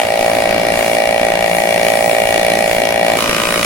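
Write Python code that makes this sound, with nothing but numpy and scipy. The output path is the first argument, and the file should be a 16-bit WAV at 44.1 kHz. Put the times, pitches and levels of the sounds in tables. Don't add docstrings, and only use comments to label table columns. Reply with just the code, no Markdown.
import sys
import numpy as np
from scipy import signal
from scipy.fft import rfft, irfft, next_fast_len
from scipy.io import wavfile
from scipy.ndimage import uniform_filter1d, map_coordinates

SR = 44100
rng = np.random.default_rng(int(sys.argv[2]) if len(sys.argv) > 2 else 0)


def transcribe(signal):
    frames = np.atleast_2d(signal).T
    limited = np.clip(frames, -1, 1)
    pcm = np.round(limited * 32767).astype(np.int16)
    wavfile.write(sys.argv[1], SR, pcm)


def ratio_of_db(decibels):
    return 10 ** (np.asarray(decibels, float) / 20)


N = 160965

# start_s, level_db (arc), boom_db (mask), sizzle_db (cup and gas)
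ARC_COURSE = [(0.0, -27, 6, -2), (0.14, -26, 7.5, -5.5), (1.55, -24.5, 6.5, -5), (1.88, -22.5, 4.5, -1),
              (2.02, -26, 8, -4), (2.31, -22, 4.5, -1), (2.57, -24, 4.5, -2.5), (3.14, -23, 5.5, -5),
              (3.22, -24, 0, -7.5), (3.6, -23.5, 0, -9), (3.64, -27, 0, -13), (3.65, -23.5, 0, -6)]


def unit(x):
    return x / np.sqrt(np.mean(x ** 2) + 1e-20)


def along(points, hz):
    f, v = np.transpose(points)
    return np.interp(np.log(hz + 1), np.log(f + 1), v)


def curves(rows):
    s, *columns = np.transpose(rows)
    t = np.arange(N) / SR
    return [np.interp(t, s, column) for column in columns]


def wobble(rate_hz):
    return map_coordinates(rng.standard_normal(200), [np.arange(N) * rate_hz / SR])


def filtered(x, response):
    size = next_fast_len(N + SR // 2)
    hz = np.fft.rfftfreq(size, 1 / SR)
    return irfft(rfft(x, size) * response(hz), size)[..., :N]


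def band(hz, width_hz):
    return lambda f: 1j * f * width_hz / (hz * hz - f * f + 1j * f * width_hz)


def rush(spectrum, alike, patchy_db):
    z = signal.stft(rng.standard_normal((2, N)), nperseg=512)[2]
    patches = uniform_filter1d(rng.standard_normal(z.shape[1:]), size=6, axis=0)
    patches = uniform_filter1d(patches, size=14, axis=1)
    pair = signal.istft(z * ratio_of_db(patchy_db * unit(patches)), nperseg=512)[1][:, :N]

    def colour(hz):
        angle = np.arccos(np.clip(along(alike, hz), -1, 1)) / 2
        return ratio_of_db(along(spectrum + [(22000, -78)], hz)) * [np.cos(angle), np.sin(angle)]

    mid, side = filtered(pair, colour)
    return unit(np.array([mid + side, mid - side]))


def pulses(times, sizes):
    at = times[:, None] * SR
    index = np.floor(at).astype(int) + np.arange(-8, 9)
    shape = sizes[:, None] * np.sinc(index - at) * np.cos((index - at) * np.pi / 18) ** 2
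    return np.bincount(index.clip(0, N).ravel(), shape.ravel(), N + 1)[:N]


def arc():
    level_db = curves(ARC_COURSE)[0]
    clicks, gate = reversals()
    return ratio_of_db(level_db) * (ratio_of_db(47.5) * mask_tone(clicks) + ratio_of_db(15) * spit(gate))


def reversals():
    # start_s, delay_ms
    path_change = [(0, 0.058), (.7, 0.077), (1.35, -0.314), (2.5, -0.079), (3.1, -0.116), (3.5, 0.06)]
    # start_s, extra_db
    pops = [
        (1.883, 4),
    ]
    cycle_hz, first_s, reversal_s = 56.728, .01465, .00172
    edge_db, edge_scatter_db, jitter_s = (-2, 0), (2, 0), (.00004, .00002)
    spit_db, spit_t60_s, spit_scatter_db = (3, -1.5), (.013, .018), 2.5

    start = first_s + np.arange(-1, int(N / SR * cycle_hz) + 1) / cycle_hz
    start = start + np.interp(start, *np.transpose(path_change)) / 1000
    extra_db = sum(db * (abs(start - s) < .5 / cycle_hz) for s, db in pops)
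    clicks, gate = np.zeros(N), np.zeros(N)
    t = np.arange(SR // 50) / SR
    for k in range(2):
        chance = rng.standard_normal((len(start), 3))
        times = start + k * reversal_s + jitter_s[k] * chance[:, 0]
        clicks += pulses(times, ratio_of_db(edge_db[k] + edge_scatter_db[k] * chance[:, 1]))
        burst_db = spit_db[k] + spit_scatter_db * chance[:, 2] + extra_db * (k == 0)
        gate += signal.fftconvolve(pulses(times, ratio_of_db(burst_db)), ratio_of_db(-60 * t / spit_t60_s[k]))[:N]
    return clicks, gate


def mask_tone(clicks):
    # pitch_hz, width_hz, left_db, right_db
    closed = [(595, 321, -5, -1.5), (824, 219, -1, -0.5), (1700, 760, -13.5, -12.5), (1940, 160, 2, -12),
              (2253, 330, 0.5, -7.5), (2815, 172, -10.5, -9), (3380, 350, -10.5, -13),
              (4180, 330, -14, -44), (5400, 590, -20, -48), (6900, 490, -26, -47), (360, 330, 2, -13)]
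    # pitch_hz, width_hz, left_db, right_db
    tilted = [(586, 193, -2.5, -1.5), (995, 760, -4.5, -4.5), (1490, 240, -4, -2.5), (1900, 180, -3, -23),
              (2430, 290, -3, -29), (2920, 380, -19, -4.5), (3850, 490, -14, -10), (5600, 810, -15, -21),
              (7260, 1600, -30, -35), (342, 380, -6, -3)]
    # pitch_hz, width_hz, left_db, right_db
    cup = [(9670, 680, -14, -16), (10100, 280, -38, -22)]
    right_lag_s = .0001

    _, boom_db, sizzle_db = curves(ARC_COURSE)
    tilt = opening()
    tone = ring(clicks * (1 - tilt), closed, ratio_of_db(boom_db))
    tone -= ring(clicks * tilt, tilted)
    tone += ratio_of_db(2 * sizzle_db) * ring(clicks, cup)
    tone[1] = filtered(tone[1], lambda f: np.exp(-2j * np.pi * f * right_lag_s))
    return tone


def ring(x, modes, boom=1):
    drift_db, drift_hz = 1, 3.86
    out = np.zeros((2, N))
    for k, (hz, width_hz, *ears_db) in enumerate(modes):
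        drift = ratio_of_db(drift_db * np.array([wobble(drift_hz), wobble(drift_hz)]))
        mode = filtered(x, lambda f: band(hz, width_hz)(f) ** 2)
        out += (-1) ** k * ratio_of_db(ears_db)[:, None] * drift * mode * (boom if k < 2 else 1)
    return out


def opening():
    tilt_s, tilt_length_s = 3.175, .017
    return np.clip((np.arange(N) / SR - tilt_s) / tilt_length_s + .5, 0, 1)


def spit(gate):
    # pitch_hz, level_db
    spit_spectrum = [(500, -5), (1200, -13.5), (2200, -0.5), (3500, -9.5), (6000, -11), (8500, -17),
                     (10300, -11), (15500, -24.5)]
    alike = [(1000, 1.0), (4000, 0.2), (12000, 0.081)]  # Hz, likeness of the ears
    noise = rush([(50, 0), (17000, 0)], alike, patchy_db=2) * gate * ratio_of_db(3.5 * opening())
    return filtered(noise, lambda f: ratio_of_db(along(spit_spectrum, f)))


def surroundings(x):
    # delay_s, level_db
    echoes = [(.0031, -22.5), (.0047, -18), (.0063, -19.5), (.0095, -42.5), (.0128, -29)]
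    # pitch_hz, t60_s
    room_decay = [(300, 0.14), (2000, 0.26), (10000, 0.076)]

    def reflect(f):
        paths = sum(ratio_of_db(db) * np.exp(-2j * np.pi * f * s) for s, db in echoes)
        return 1 + paths * band(700, 1500)(f)

    near = filtered(x, reflect)
    hz, t, z = signal.stft(rng.standard_normal((2, SR // 3)), SR, nperseg=256)
    decay = ratio_of_db(-60 * t / along(room_decay, hz)[:, None])
    tail = signal.istft(z * decay, SR, nperseg=256)[1]
    tail = tail / np.linalg.norm(tail[0])
    late = np.pad(x, ((0, 0), (300, 0)))
    wet = signal.fftconvolve(late, tail, axes=1)[:, :N]
    return near + ratio_of_db(-9) * wet


def gas():
    # pitch_hz, level_db
    hiss_spectrum = [(2500, -16), (4500, -6.5), (7000, -2.5), (8800, -0.5), (9900, 2.5), (11200, -5.5),
                     (13000, -8), (15900, -6)]
    sizzle_db = curves(ARC_COURSE)[2]
    level_db = -28.5 + sizzle_db + 9 * opening() + 3.0 * wobble(5.8)
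    return ratio_of_db(level_db) * rush(hiss_spectrum, [(4000, 0.14)], patchy_db=3)


def shop():
    # pitch_hz, level_db (per Hz)
    shop_spectrum = [(25, -25), (60, -10), (170, -7.5), (350, -0.5), (650, -10), (1200, -8), (2200, -17),
                     (5000, -15.5)]
    # pitch_hz, likeness (0-1)
    shop_likeness = [(30, 0.99), (300, 0.83), (800, 0.24), (2000, 0.58), (6000, 0.038)]
    # pitch_hz, width_hz, level_db
    fan_tones = [(90.3, 11, -45.5), (178.4, 11.2, -35.5), (253.9, 7.8, -37.5), (210.5, 5.5, -39.5)]
    fans = np.zeros(N)
    for hz, width_hz, db in fan_tones:
        tone = filtered(rng.standard_normal(N), lambda f: band(hz, width_hz)(f) ** 2)
        fans += ratio_of_db(db) * unit(tone)
    return ratio_of_db(-26.5 + 1.7 * wobble(3.1)) * rush(shop_spectrum, shop_likeness, patchy_db=1.5) + fans


def scene():
    return surroundings(arc()) + gas() + shop()


def band_limit(x):
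    return signal.sosfilt(signal.butter(12, 16880, fs=SR, output="sos"), x)


def record(dry):
    ceiling, knee, top_hz = 1.99, 12.3, 15950
    held = dry / (1 + abs(dry / ceiling) ** knee) ** (1 / knee)
    return band_limit(filtered(held, lambda f: f < top_hz))


dry = scene()
out = record(dry)
transcribe(out)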